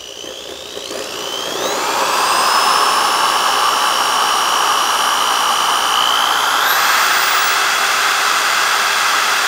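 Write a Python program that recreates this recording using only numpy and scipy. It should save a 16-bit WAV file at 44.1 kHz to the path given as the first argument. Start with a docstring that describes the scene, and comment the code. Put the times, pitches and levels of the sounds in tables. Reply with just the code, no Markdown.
"""A corded drill starts at a crawl, its brushes spitting and its motor buzzing because the speed
control lets the current through in one pulse per mains cycle. For two seconds the bit bites and
chatters in a thin plastic shell while three trigger squeezes raise the whine, gear rattle and air hiss.
Then the bit is through and its rubbing fades. Two more squeezes follow near 6 s; at 6.6 s the switch
bypasses the speed control, the buzz dies and the drill climbs to full speed. It is quiet outdoors."""
import sys
import numpy as np
from scipy.fft import rfft, irfft, next_fast_len
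from scipy.io import wavfile
from scipy.ndimage import uniform_filter1d, map_coordinates

SR = 44100
rng = np.random.default_rng(int(sys.argv[2]) if len(sys.argv) > 2 else 0)


def persist_wave(psi):
    """Save psi, clipped to +-1, as 16-bit WAV."""
    counts = np.round(np.clip(psi, -1, 1) * 32767).astype(np.int16)
    wavfile.write(sys.argv[1], SR, np.atleast_2d(counts).T)


N = 417627
TIME = np.arange(N) / SR
MAINS_HZ, TOP_HZ = 60, 15750
# squeezes of the trigger: t/s, speed gained/(turns a second), settling time/s
SQUEEZES = [(0.162, 60.303, 2.228), (0.843, 51.48, 0.49), (1.536, 68.279, 0.604), (5.933, 61.402, 0.693),
            (6.603, 105.329, 0.417)]


def motor():
    """The rotor (the spinning part): turns a second, turns made, and current pulsed (1) or smooth (0)."""
    speed, drag = 60.78, 0.332  # starting speed; how much air drag hastens the settling
    for start, gained, settle_s in SQUEEZES:
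        left = np.exp(-np.maximum(TIME - start, 0) / settle_s)
        speed = speed + gained * (1 - left) / (1 - drag * left)
    speed = speed * (1 + 0.000494 * wobble(14) + 0.00038 * wobble(70))
    bypass_s, fade_s = 6.58, 0.17
    pulsed = np.clip(1 - (TIME - bypass_s) / fade_s, 0, 1)
    return speed, np.cumsum(speed) / SR, pulsed


def surge():
    """Extra current, 0 to 1, drawn while the rotor speeds up after a squeeze."""
    pull = sum((TIME > start) * gained / settle_s * np.exp(-np.maximum(TIME - start, 0) / settle_s)
               for start, gained, settle_s in SQUEEZES)
    return np.minimum(pull / 100, 1)


def effort(speed, bites):
    """Gear and air levels in dB follow the speed; a bite lifts them a little while the rotor is slow."""
    # loudness by speed: speed/(turns a second), gear level/dB, air level/dB
    loudness = [(62, -49, -47), (162, -24, -35.5), (211.4, -15.5, -30), (242, -17, -33), (280, -16.5, -32),
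                (353, -14, -26), (418, -16.6, -28)]
    speeds, *levels = np.transpose(loudness)
    load = np.minimum(bites / amp(-22), 1) * np.clip(2 * (1 - speed / 160), 0, 1)
    return [np.interp(np.log(speed), np.log(speeds), db) + 0.5 * load for db in levels]


def whine(speed, turns, pulsed, air_db):
    """Brushes slide over the rotor's 24 contact bars, the fan whistles, and uneven parts add tones."""
    # resonances that the tones sweep through: f/Hz, width/Hz, boost/dB
    frame = [(1600, 1000, -20), (3100, 650, 14), (3830, 420, 14), (5184, 670, 19), (5630, 230, 7)]
    frame_overtone = [(3200, 620, 7.5), (4120, 1400, 10), (6150, 1300, 8), (10650, 950, 12.5),
                      (14500, 2500, 7)]
    vents = [(6360, 1600, 16), (8340, 630, 10), (9420, 260, 5), (12700, 1300, 11), (15500, 900, 7)]
    # high bar overtones, then tones of uneven bars and windings: multiple of speed, relative level/dB
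    scrape_tones = [(72, -2), (96, 2), (120, -8)]
    uneven_tones = [(13, -1.5), (17, -8), (18, -9), (23, -5.5), (27, -11), (36, -12), (45, -23), (47, -11),
                    (49, -16.5), (59, -28), (61, -20), (62, -18), (64, -18), (65, -21)]
    # how well the housing lets the high overtones out: f/Hz, level/dB
    escape = [(4600, -12), (5300, 0), (6000, 12.5), (7200, -2), (8500, -9), (10000, -1), (11000, -5),
              (12500, -3), (14200, 3), (15500, 10)]
    octaves = np.log2(speed / 200)
    bar_db = -43 + 3.5 * octaves - 8 * (1 - pulsed)
    fan_db = -43.5 + 10 * octaves + lift(40 * speed, vents)
    # each push of current jerks a slow rotor, which roughens its tones
    slow = np.clip(1 - speed / 240, 0, 1)
    jerky = turns + slow * (0.003 * np.sin(2 * np.pi * MAINS_HZ * TIME) + 0.0065 * wobble(260))
    push = unit(1 + 2.6 * slow * mains_pulse(start_s=0.0074, rise_s=0.0014, fall_s=0.0045))
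    bouncy = jerky + 0.0024 * wobble(320)  # bouncing brushes blur the overtones
    bars = amp(bar_db + lift(24 * speed, frame)) * tone(speed, jerky, 24)
    bars += amp(bar_db - 3.5 + lift(48 * speed, frame_overtone)) * tone(speed, bouncy, 48)
    scrape = sum(amp(db) * tone(speed, bouncy, multiple, flutter_db=1.5) for multiple, db in scrape_tones)
    scrape = filtered(scrape, lambda hz: amp(np.interp(hz, *np.transpose(escape))))
    bars += amp(air_db - 18 + 11.4 * slow) * scrape
    fan = amp(fan_db) * tone(speed, turns + 0.001 * wobble(160), 40, flutter_db=1.5)
    uneven = sum(amp(db) * tone(speed, jerky, multiple, flutter_db=1.5, slip=drift(13.4))
                 for multiple, db in uneven_tones)
    uneven_db = air_db + np.interp(speed, [100, 200, 245, 262], [-16, -3, -2, -4])
    return push * bars + fan + amp(uneven_db) * pulsed * uneven


def buzz(speed, turns, pulsed, ring_hz, width_hz):
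    """With each current pulse the rotor's 12 slots shake the still part of the motor, which rings."""
    # swells as a multiple of the speed nears peak_hz: multiple, width/Hz, boost/dB
    swells = [(12, 1170, 23.94), (24, 550, 10.4), (36, 390, 7.5), (48, 960, 7.1)]
    peak_hz = 3024
    # the slot tone once it has climbed past the ringing: speed/(turns a second), level/dB
    hoarse_levels = [(269, -50.5), (284, -26), (320, -23), (353, -25), (406, -40)]
    slots = tone(speed, turns, 12) + 0.082 * tone(speed, turns, 24) + 0.03 * tone(speed, turns, 48)
    slots += 0.11 * rng.standard_normal(N)
    force = mains_pulse(start_s=0.00476, rise_s=0.0017, fall_s=0.00084) * slots
    resonance = lambda hz: 1j * hz * width_hz / (ring_hz ** 2 - hz ** 2 + 1j * hz * width_hz)
    ring = filtered(force, lambda hz: resonance(hz) ** 2)
    # every mains cycle delivers about the same energy
    ring /= np.sqrt(np.abs(uniform_filter1d(ring ** 2, size=1470)) + 1e-12)
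    swell_db = sum(lift(multiple * speed, [(peak_hz, width, db)]) for multiple, width, db in swells)
    ring_db = -45 + 4 * surge() + swell_db
    hoarse_db = np.interp(speed, *np.transpose(hoarse_levels))
    throb = unit(1 + 6 * np.sqrt(pulsed) * mains_pulse(start_s=0.0103, rise_s=0.0015, fall_s=0.0017))
    hoarse = amp(hoarse_db) * throb * tone(speed, turns, 12, slip=drift(111))
    return amp(ring_db) * np.sqrt(pulsed) * ring + hoarse


def gears(speed, turns, gear_db):
    """Teeth rattle in their case, harder once per turn of the slow gear; a five-tooth gear growls."""
    # the gear case at part speed and at full speed: f/Hz, level/dB
    part_colour = [(40, -42), (120, -28), (250, -19), (400, -14), (660, -10), (830, 0.5), (950, -2.5),
                   (1120, 1.5), (1290, -0.5), (1480, -7.5), (1630, -5.5), (1850, -15.5), (2400, -18),
                   (4000, -34)]
    full_colour = [(40, -48), (120, -31.5), (250, -22), (400, -17), (580, -14.5), (810, -5), (930, -8.5),
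                   (1290, 1), (1500, -2.5), (1630, -1.5), (1820, -11), (2000, -7), (2270, -18.5),
                   (4000, -33.5)]
    rattle = amp(0.5 * slow_gear(turns) + 0.58 * wobble(700))
    full = np.clip((speed - 235) / 140, 0, 1)
    case = np.sqrt(1 - full) * noise(part_colour, rattle, [(416, 9.1, 7.8)])
    case += np.sqrt(full) * noise(full_colour, rattle)
    # slack between the teeth smears the growl; it is loudest on the case's main resonance
    growl = tone(speed, turns, 5, slip=drift(75)) * amp(2.5 * wobble(160))
    growl = filtered(growl, lambda hz: 1 / (1 + ((hz - 1200) / 550) ** 4))
    growl_db = np.interp(speed, [166, 195.8, 214, 242, 300], [-7, -3.5, -2.5, -7, -7])
    return amp(gear_db - 0.5) * (case + amp(growl_db) * growl)


def slow_gear(turns):
    """The sway of a gear that goes round once in 11 rotor turns."""
    return np.sin(2 * np.pi * turns / 11)


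def air(speed, turns, pulsed, air_db):
    """Cooling air and rubbing brushes hiss; the slower the rotor, the more they pulse with the current."""
    # air in the vents, and the housing ringing in the full rush at top speed: f/Hz, level/dB
    hiss_colour = [(600, -23.5), (2000, -4.5), (2600, -3.5), (4000, -0.5), (5500, 1.5), (7200, -1),
                   (7800, -6.5), (9300, -8.5), (10200, -12.5), (11300, -15.5), (13000, -12), (14200, -11),
                   (15700, -14.5)]
    rush_colour = [(1700, -42), (2050, 4.5), (2300, -3), (2620, 3.5), (3000, -4), (3400, 3), (3700, -10),
                   (4400, -7), (4850, -6), (5300, -30), (7800, -18), (8800, -8), (10500, -36)]
    # housing resonances stirred by the air: f/Hz, width/Hz, boost/dB
    housing = [(2648, 210, 11.5), (3360, 400, 9.5), (3946, 79, 6.5), (4800, 580, 4.5), (6010, 210, 3),
               (7260, 390, 2.5), (8600, 500, 2), (12600, 900, 2)]
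    current = pulsed * mains_pulse(start_s=0.0042, rise_s=0.0034, fall_s=0.0028)
    depth_db = np.interp(speed, [100, 220], [6.5, 1.6])
    rasp_db = depth_db * (current - 0.088 * pulsed) + 0.26 * slow_gear(turns) + 1.2 * wobble(900)
    rasp = noise(hiss_colour, amp(rasp_db), housing)
    # the highest hiss is mostly the fan's air, which flows more evenly
    flow_db = 0.5 * depth_db * (current - 0.28 * pulsed) + 1.4 * wobble(900)
    flow = noise(hiss_colour, amp(flow_db), housing)
    low_share = lambda hz: 1 / (1 + (hz / 7000) ** 6)
    hiss = filtered(rasp, lambda hz: np.sqrt(low_share(hz)))
    hiss += filtered(flow, lambda hz: np.sqrt(1 - low_share(hz)))
    rush = np.clip((speed - 280) / 90, 0, 1) * amp(-4) * noise(rush_colour)
    return amp(air_db + 7.5) * (hiss * np.interp(speed, [280, 370], [1, 0.92]) + rush)


def biting():
    """How hard the bit bites the plastic: each bite grips quickly, holds and lets go."""
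    # bites: t/s, length/s, level/dB
    grips = [(0.233, 0.091, -30.5), (0.476, 0.047, -28.5), (0.753, 0.031, -27), (0.901, 0.12, -24.5),
             (1.028, 0.22, -32.5), (1.358, 0.047, -29), (1.453, 0.11, -25.5), (1.576, 0.21, -23)]
    grip_s, release_s = 0.014, 0.011
    return sum(amp(db) * np.clip((TIME - start) / grip_s, 0, 1)
               * np.exp(-np.maximum(TIME - start - length, 0) / release_s) for start, length, db in grips)


def bit(bites):
    """The bit catches on the shell with each push of the motor, and rubs harder until it is through."""
    # the plastic shell: f/Hz, level/dB
    shell_colour = [(60, -30), (170, -14.5), (270, -8.5), (390, 1), (455, -6.5), (530, 1.5), (660, -5),
                    (880, -19), (1080, -11), (1400, -18), (1800, -12.5), (2300, -26), (5000, -33.5)]
    through_s = 1.9
    catches = (0.5 + mains_pulse(start_s=0.0037, rise_s=0.0016, fall_s=0.0061)) * amp(0.4 * wobble(120))
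    rub_db = -26.5 - 6.5 * np.maximum(through_s - TIME, 0) - 4 * np.maximum(TIME - through_s, 0)
    return np.hypot(bites, amp(rub_db)) * noise(shell_colour, catches, [(419, 31, 9.3), (537, 26, 4.2)])


def sparks(speed):
    """The brushes spit with random strength once per mains cycle, most of all at low speed."""
    # spitting: speed/(turns a second), level/dB
    spit_levels = [(61, -51), (78, -47), (103, -36), (126, -45), (192, -51)]
    # its sizzle: f/Hz, level/dB
    colour = [(1500, -20), (4000, -7), (5500, -5), (7000, 0), (7900, -8), (9400, -6), (11000, -15),
              (12500, -24), (15500, -24)]
    spit = mains_pulse(start_s=0.008, rise_s=0.0012, fall_s=0.0024)
    spit *= amp(5.5 * np.minimum(wobble(250), 1.4))
    spit_db = np.interp(speed, *np.transpose(spit_levels)) + 3 * surge()
    return amp(spit_db) * noise(colour, spit)


def hum(speed, turns, pulsed):
    """The pulsed current and the off-balance rotor and slow gear shake the whole drill."""
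    mains = amp(-60) * pulsed * np.sin(2 * np.pi * MAINS_HZ * TIME)
    rotor_db = np.interp(speed, [150, 240, 337, 390], [-58, -50, -49, -40])
    rotor = amp(rotor_db) * tone(speed, turns, 1, flutter_db=2.8)
    gear = amp(-60) * (1 - pulsed) * slow_gear(turns)
    return mains + rotor + gear


def outdoors():
    """A faint, steady outdoor rumble and hiss."""
    # background: f/Hz, level/dB
    colour = [(15, -8), (35, -20), (60, -4), (120, 1.5), (300, -15), (1500, -7.5), (15000, -40)]
    return amp(-51) * noise(colour)


def mains_pulse(start_s, rise_s, fall_s):
    """A pulse of height 1 that starts at the same point of every mains cycle."""
    age = (TIME - start_s) % (1 / MAINS_HZ)
    pulse = (1 - np.exp(-(age / rise_s) ** 2)) * np.exp(-age / fall_s)
    return pulse / pulse.max()


def tone(speed, turns, multiple, flutter_db=-0.5, slip=0):
    """A fluttering tone at a multiple of the rotor speed; slip shifts its wave, in cycles."""
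    audible = multiple * speed < TOP_HZ + 500
    wave = np.sqrt(2) * np.sin(2 * np.pi * (multiple * turns + slip + rng.random()))
    return audible * wave * amp(flutter_db * wobble(25))


def noise(colour, envelope=1, resonances=()):
    """Noise of strength 1, shaped in time by an envelope and in pitch by a colour and resonances."""
    freqs, levels = np.transpose(colour)
    gain = lambda hz: amp(np.interp(np.log(hz + 1), np.log(freqs), levels) + lift(hz, resonances))
    return unit(filtered(envelope * rng.standard_normal(N), gain))


def lift(hz, resonances):
    """Decibels added at hz by resonances, the pitches at which a part likes to ring."""
    return sum(db / (1 + (2 * (hz - centre) / width) ** 2) for centre, width, db in resonances)


def drift(width_hz):
    """A random wander, in cycles, that blurs a tone into a narrow band."""
    return np.cumsum(rng.standard_normal(N)) * np.sqrt(width_hz / (2 * np.pi * SR))


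def wobble(rate):
    """A smooth curve through rate random points a second."""
    return map_coordinates(rng.standard_normal(int(N * rate / SR) + 4), [TIME * rate])


def filtered(x, gain):
    """x with each frequency scaled by gain(hz)."""
    size = next_fast_len(N + 8192)
    return irfft(rfft(x, size) * gain(np.fft.rfftfreq(size, 1 / SR)), size)[:N]


def amp(db):
    """Decibels to gain."""
    return 10 ** (np.asarray(db) / 20)


def unit(x):
    """x scaled to an average strength (rms) of 1."""
    return x / np.sqrt(np.mean(x ** 2) + 1e-20)


def scene():
    """The drill and the plastic shell over a quiet background, in one channel."""
    speed, turns, pulsed = motor()
    bites = biting()
    gear_db, air_db = effort(speed, bites)
    drill = whine(speed, turns, pulsed, air_db) + buzz(speed, turns, pulsed, ring_hz=3071, width_hz=290)
    drill += gears(speed, turns, gear_db) + air(speed, turns, pulsed, air_db)
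    drill += sparks(speed) + hum(speed, turns, pulsed)
    return (drill + bit(bites) + outdoors())[None]


def record(dry):
    """Cuts away the treble above TOP_HZ."""
    return np.array([filtered(channel, lambda hz: hz < TOP_HZ) for channel in dry])


dry = scene()
out = record(dry)
persist_wave(out)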